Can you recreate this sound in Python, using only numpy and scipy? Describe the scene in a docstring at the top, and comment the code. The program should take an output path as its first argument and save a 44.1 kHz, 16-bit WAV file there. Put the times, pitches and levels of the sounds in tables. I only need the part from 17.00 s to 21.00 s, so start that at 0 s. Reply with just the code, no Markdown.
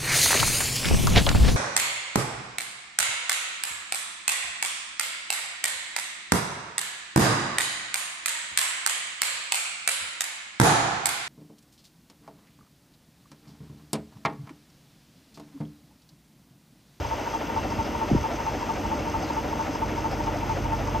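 """Beside a road, a tanker truck stands with its six-cylinder diesel at fast idle, driving a pump.
The pump has three plungers. On every turn its valves groan as liquid is forced past them, and its
strokes knock the pipes, always in the same pattern. Under that the engine drones, its casing rattles,
its fuel injectors tick and the machinery hisses. The exhaust booms louder towards the end,
and a few puffs of wind bump the microphone."""
import sys
import numpy as np
from scipy import signal
from scipy.fft import rfft, irfft, next_fast_len
from scipy.io import wavfile
from scipy.ndimage import map_coordinates

SR = 44100
rng = np.random.default_rng(int(sys.argv[2]) if len(sys.argv) > 2 else 0)


def store_wav(level_fs):
    """Save 16-bit WAV to argv[1]."""
    pcm = np.round(np.clip(np.atleast_2d(level_fs), -1, 1) * 32767)
    wavfile.write(sys.argv[1], SR, pcm.T.astype(np.int16))


N = 176400

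FIRING_HZ, PUMP_TURN_S = 47.29, .22555  # in one engine cycle, each cylinder fires once

# tones of the engine block and chassis: (multiple of the engine cycle rate, level [dB])
BLOCK_TONES = [(27, -47.5), (30, -45.5), (36, -49), (37, -49), (39, -45), (42, -49.5), (58, -49.5),
               (76, -47.5), (99, -53.5), (149, -60)]
# how the low drone rises and falls: (time [s], gain [dB])
DRONE_GAIN = [(0, -8.5), (.3, -6), (.6, 1.5), (1, 0), (1.45, -3.5), (1.9, 2), (2.4, 0.5), (3.2, 0.5),
              (4, 0.5)]
# tones of the exhaust: (multiple of the engine cycle rate, relative level [dB])
EXHAUST_TONES = [(6, 0), (9, -8.5), (12, -2), (16, -4.5)]
# how loudly the exhaust booms: (time [s], level [dB])
EXHAUST_LEVEL = [(0, -44), (.4, -48), (1.5, -43.5), (1.9, -41), (2.6, -53), (2.85, -41.5), (3.1, -37),
                 (3.6, -35), (4, -33)]
# slight drift of the casing rattle and the hiss: (time [s], gain [dB])
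RATTLE_HISS_GAIN = [(0, 0.9), (.8, 1), (1.6, 1), (2.6, 0.57), (4, 0.5)]
# how loudly the casing rings: (time [s], level [dB])
RING_LEVEL = [(0, -52.5), (.7, -48.5), (1.1, -51.5), (1.6, -53), (2.6, -53), (4, -54)]
# each cylinder's injector tick, in firing order: (relative level [dB])
CYLINDER_TICKS = [-2.5, -38, 4, 8, 7, -14]
# valve groans: (time in the turn [s], rise [s], fall [s], level [dB])
VALVE_GROANS = [(.037, .005, .0035, -35), (.0515, .004, .0042, -27.5), (.114, .0026, .003, -28),
                (.124, .004, .013, -26.5), (.08, .025, .06, -42.5)]
# pitch of the fluttering valve: (time in the turn [s], pitch [Hz])
VALVE_PITCH = [(0, 925), (.05, 922), (.1, 905), (.12, 890), (.14, 902), (.2255, 900)]
# pump knocks: (time in the turn [s], rise [s], fall [s], pitch [Hz], band width [Hz], level [dB])
PUMP_KNOCKS = [(0.03, 0.0091, 0.012, 1000, 130, -52), (0.1275, 0.0043, 0.0063, 810, 280, -44.5),
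               (0.113, 0.0044, 0.0081, 1235, 160, -40), (.185, 0.0043, .007, 590, 130, -34),
               (0.2012, 0.0072, 0.0064, 738, 98, -32), (0.2, 0.0083, 0.013, 488, 144, -40),
               (0.218, 0.0042, 0.0095, 311, 54, -32.5), (0.1436, 0.0074, 0.008, 304, 31, -37.5)]
# the rush from each plunger: (time in the turn [s], rise [s], fall [s], level [dB])
PLUNGER_RUSHES = [(.044, .006, .005, -44.5), (.116, 0.0046, .008, -46.5), (.186, 0.0077, 0.013, -40.5)]
# short spurts of hiss: (time [s], band centre [Hz], level [dB])
HISS_SPURTS = [(.71, 5200, -49.5), (.86, 5130, -48), (2.234, 5060, -49), (2.255, 4420, -50),
               (2.287, 3760, -50), (2.748, 5160, -50), (2.992, 5240, -56), (3.117, 5200, -48),
               (3.138, 5150, -50)]
# soft puffs of wind: (time [s], rise and fall [s], level [dB])
WIND_PUFFS = [(0.077, 0.061, -35), (0.58, 0.02, -35), (0.73, 0.01, -36), (0.788, 0.0095, -22.5),
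              (1.166, 0.038, -26.5), (2.18, 0.0079, -27), (2.578, 0.016, -45)]
# hard slaps of wind: (time [s], starting pitch [Hz], level [dB])
WIND_SLAPS = [(1.109, 520, -8.5), (1.119, 180, -14), (1.127, 340, -10), (1.144, 620, -8.5),
              (1.157, 190, -10.5), (1.168, 110, -17)]

# the tone colour of each noise: (frequency [Hz], relative level [dB])
RUMBLE_COLOUR = [(20, -34), (33, -27), (45, 6), (65, 3), (110, -0.5), (170, -0.5), (220, -1.5), (320, -1.5),
                 (400, -4.5), (600, -36), (1200, -71)]
RATTLE_COLOUR = [(150, -41), (300, -10.5), (420, 0.5), (590, 2), (680, -2), (900, 3), (1100, -5.5),
                 (1400, -4.5), (1620, -11), (2000, -8.5), (2500, -11.5), (2720, -11.5), (3000, -14.5),
                 (3350, -16.5), (3900, -23), (6000, -71)]
RING_COLOUR = [(2450, -28), (2610, -8), (2700, 6), (2790, -14), (2920, 0.5), (3040, -14), (3350, -4),
               (3600, -40)]
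TICK_COLOUR = [(2000, -33), (4000, -9), (5200, 6), (5750, 1), (6200, 9), (6700, -12), (9000, -9),
               (10000, -48)]
RUSH_COLOUR = [(600, -27), (1200, 8), (1800, 5), (2350, 4), (2800, -11), (3400, -3), (3800, -7.5),
               (4300, -10), (5500, -21), (9000, -96)]
HISS_COLOUR = [(1500, -4), (3300, -10.5), (4000, -3.5), (4600, 0), (5200, 3.5), (5700, -2.5), (6000, 3.5),
               (6280, 4.5), (6500, -3.5), (6900, -5), (7480, -9), (7650, -5), (7850, -9), (8800, -32),
               (9500, -58)]
HIGH_HISS_COLOUR = [(6000, -30), (7800, -13), (8700, 5), (9500, -11), (10500, -4), (11300, 2), (12200, 1.5),
                    (13800, -3), (15600, -5)]
PUFF_COLOUR = [(20, -25), (40, -20), (65, 8.5), (130, -6), (250, -36), (500, -34), (1000, -83)]

# how wide the sound spreads between left and right: (frequency [Hz], side gain [dB])
STEREO_WIDTH = [(45, -12), (90, -28.5), (140, -12.5), (280, -21), (450, -14.5), (750, -8.5), (1250, -10),
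                (1900, -13), (2300, -46), (3100, -34), (4000, -52), (7000, -53), (8500, -76), (15000, -20)]
# how much louder the left side is than the right: (frequency [Hz], gain [dB])
LEFT_GAIN = [(100, -.5), (600, 0), (800, 2), (1000, 2.4), (1300, 1.2), (1700, 3.2), (2050, 0)]
# how far the left side's wave runs ahead of the right: (frequency [Hz], phase [radians])
LEFT_LEAD = [(370, 0), (550, .3), (800, .75), (1300, .5), (1750, 0), (7400, 0), (8500, -1.1), (9400, -2.7),
             (10500, -3.3), (12000, -5), (12800, -6.28), (14300, -6.28), (15600, -8.3)]


def engine_drone():
    """The firing cylinders shake the block and chassis, which hum and rumble."""
    hum = engine_tones(BLOCK_TONES, waver_db=1.5)
    rumble = amp(-36) * engine_noise(RUMBLE_COLOUR, share=.23)
    return amp(curve(DRONE_GAIN)) * (hum + rumble)


def engine_casing():
    """The shaken casing rattles, with a thin, high ring on top."""
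    rattle_db = -36 + curve(RATTLE_HISS_GAIN) + .47 * wobble(21)
    rattle = amp(rattle_db) * engine_noise(RATTLE_COLOUR, share=.35)
    ring = amp(curve(RING_LEVEL)) * engine_noise(RING_COLOUR, share=.35)
    return rattle + ring


def exhaust():
    """The exhaust booms with a few deep tones, the lowest at the firing rate."""
    return amp(curve(EXHAUST_LEVEL)) * engine_tones(EXHAUST_TONES, waver_db=-.5)


def injectors(first_tick_s=.0036, decay_s=.0094):
    """A fuel injector ticks at each firing, louder in some cylinders than in others."""
    firings = (clock() - first_tick_s) * FIRING_HZ
    count = np.floor(firings).astype(int)
    since_tick_s = (firings - count) / FIRING_HZ
    cylinder_db = np.array(CYLINDER_TICKS)[count % len(CYLINDER_TICKS)]
    strength = amp(-53 + cylinder_db + 1.5 * wobble(41.4))
    return strength * np.exp(-since_tick_s / decay_s) * noise(TICK_COLOUR)


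def valve_groans(chatter_hz=192, chatter_peak_s=.1243, chatter_depth=.3):
    """A valve flutters and chatters on its seat whenever liquid is forced past it."""
    in_turn_s = clock() % PUMP_TURN_S
    pitch_hz = np.interp(in_turn_s, *np.transpose(VALVE_PITCH))
    phase = 2 * np.pi * np.cumsum(pitch_hz) / SR + .38 * wobble(160)
    flutter = np.array([np.sin(phase), np.cos(phase)])
    chatter = 1 + chatter_depth * np.cos(2 * np.pi * chatter_hz * (in_turn_s - chatter_peak_s))
    flow = strokes(VALVE_GROANS)
    roughness = amp(.6 * wobble(180))
    return flow * roughness * unit(chatter * flutter)


def pump_knocks():
    """Each stroke makes the pump and its pipes ring briefly at their own pitches."""
    out = np.zeros((2, N))
    for at_s, rise_s, fall_s, pitch_hz, width_hz, db in PUMP_KNOCKS:
        shaking = repeating_noise(PUMP_TURN_S, share=.33)
        band = filtered(shaking, lambda hz: 1 / (1 + ((hz - pitch_hz) / width_hz) ** 2) ** 2)
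        loudness = np.abs(signal.hilbert(band))
        ring = band / np.sqrt(loudness + 1e-12)  # evened out: strokes have much the same force
        out += amp(db) * stroke(at_s, rise_s, fall_s) * unit(ring)
    return out


def plunger_rush():
    """Each plunger sends a swish through the pipes once a turn."""
    return noise(RUSH_COLOUR) * strokes(PLUNGER_RUSHES)


def machinery_hiss(spurt_width_hz=470):
    """The machinery hisses steadily, with a few scraping spurts and a faint, very high layer."""
    out = amp(-49 + curve(RATTLE_HISS_GAIN) + .81 * wobble(8.74)) * noise(HISS_COLOUR)
    for at_s, centre_hz, db in HISS_SPURTS:
        white = rng.standard_normal((2, N))
        band = filtered(white, lambda hz: 1 / (1 + ((hz - centre_hz) / spurt_width_hz) ** 4))
        out += amp(db) * swell(clock() - at_s, rise_s=.012, fall_s=.017) * unit(band)
    high_hiss = amp(-57 + .26 * wobble(14)) * noise(HIGH_HISS_COLOUR)
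    return out + high_hiss


def wind(slap_rise_s=.007, slap_fall_s=.0135, pitch_drop_s=.012, side_db=-14):
    """Soft puffs, and one gust whose swirls slap the microphone with a falling pitch."""
    puffs = sum(amp(db) * swell(clock() - at_s, half_s, half_s) for at_s, half_s, db in WIND_PUFFS)
    out = puffs * noise(PUFF_COLOUR)
    for at_s, start_hz, db in WIND_SLAPS:
        age_s = np.maximum(clock() - at_s, 0)
        phase = 2 * np.pi * start_hz * pitch_drop_s * (1 - np.exp(-age_s / pitch_drop_s))
        rise = 1 - np.exp(-(age_s / slap_rise_s) ** 2)
        fall = np.exp(-(age_s / slap_fall_s) ** 4)
        out += amp(db) * rise * fall * np.array([np.sin(phase), np.cos(phase)])
    middle, side = out[0], amp(side_db) * out[1]
    return np.array([middle + side, middle - side])


def stereo_spread(pair):
    """Make left and right from a pair of sounds: one sits in the middle, the other adds width."""
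    middle, side = pair[0], coloured(pair[1], STEREO_WIDTH)
    stereo = np.array([middle + side, middle - side])
    half = np.array([[.5], [-.5]])  # left and right each take half, in opposite directions
    return filtered(
        stereo, lambda hz: amp(half * along(LEFT_GAIN, hz)) * np.exp(1j * half * along(LEFT_LEAD, hz)))


def engine_tones(tones, waver_db):
    """Slightly unsteady tones that keep in step with the engine cycle."""
    cycles = (clock() + .0001 * wobble(3.06)) * FIRING_HZ / len(CYLINDER_TICKS)
    out = np.zeros((2, N))
    for multiple, db in tones:
        peak = np.sqrt(2) * amp(db + waver_db * wobble(5.2))
        out += peak * np.sin(2 * np.pi * (multiple * cycles + rng.random((2, 1))))
    return out


def engine_noise(colour, share):
    """A pair of shaped noises that partly repeat with every engine cycle."""
    cycle_s = len(CYLINDER_TICKS) / FIRING_HZ
    return unit(coloured(repeating_noise(cycle_s, share), colour))


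def repeating_noise(period_s, share):
    """Two noises; a share (0 to 1) of their power comes back every period, the rest is new."""
    size = int(period_s * SR)
    loop = unit(irfft(np.exp(2j * np.pi * rng.random((2, size // 2 + 1))), size))
    periods = (clock() + .00012 * wobble(3.045)) / period_s
    place = (periods % 1 * size).astype(int) % size
    return np.sqrt(share) * loop[:, place] + np.sqrt(1 - share) * rng.standard_normal((2, N))


def stroke(at_s, rise_s, fall_s):
    """A swell at the same point in every pump turn, never quite equally strong."""
    from_peak_s = (clock() - at_s + PUMP_TURN_S / 2) % PUMP_TURN_S - PUMP_TURN_S / 2
    return swell(from_peak_s, rise_s, fall_s) * amp(.44 * wobble(4.28))


def strokes(rows):
    """Several strokes added into one loudness curve."""
    return sum(amp(db) * stroke(at_s, rise_s, fall_s) for at_s, rise_s, fall_s, db in rows)


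def swell(t, rise_s, fall_s):
    """A rounded rise and fall around t = 0."""
    return np.exp(-.5 * (t / np.where(t < 0, rise_s, fall_s)) ** 2)


def noise(colour):
    """Two unrelated noises with the same tone colour."""
    return unit(coloured(rng.standard_normal((2, N)), colour))


def coloured(x, colour):
    """Shape a sound with a table of frequencies and levels."""
    return filtered(x, lambda hz: amp(along(colour, hz)))


def filtered(x, response):
    """Multiply each frequency in a sound by response(hz)."""
    size = next_fast_len(N + SR // 2)
    return irfft(rfft(x, size) * response(np.fft.rfftfreq(size, 1 / SR)), size)[..., :N]


def wobble(rate):
    """A smooth curve through `rate` random values a second."""
    return map_coordinates(rng.standard_normal(int(N * rate / SR) + 4), [clock() * rate])


def along(rows, hz):
    """Read between the rows of a frequency table, giving each octave equal room."""
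    frequencies, values = np.transpose(rows)
    return np.interp(np.log(hz + 1), np.log(frequencies + 1), values)


def curve(rows):
    """Join the points of a time table with straight lines."""
    return np.interp(clock(), *np.transpose(rows))


def clock():
    """The time of each sample in seconds."""
    return np.arange(N) / SR


def unit(x):
    """Scale a sound to an average power of 1."""
    return x / np.sqrt(np.mean(x ** 2) + 1e-20)


def amp(db):
    """Turn decibels into a multiplier."""
    return 10 ** (np.asarray(db) / 20)


def scene():
    """The truck beside the road, and wind at the microphone."""
    engine = engine_drone() + engine_casing() + exhaust() + injectors()
    pump = valve_groans() + pump_knocks() + plunger_rush()
    return stereo_spread(engine + pump + machinery_hiss()) + wind()


def record(dry):
    """The microphone loses the deepest bass and the highest treble."""
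    bottom_hz, top_hz = 33, 15700
    return filtered(dry, lambda hz: (hz < top_hz) * (1 - 1 / (1 + (hz / bottom_hz) ** 6)))


dry = scene()
out = record(dry)
store_wav(out)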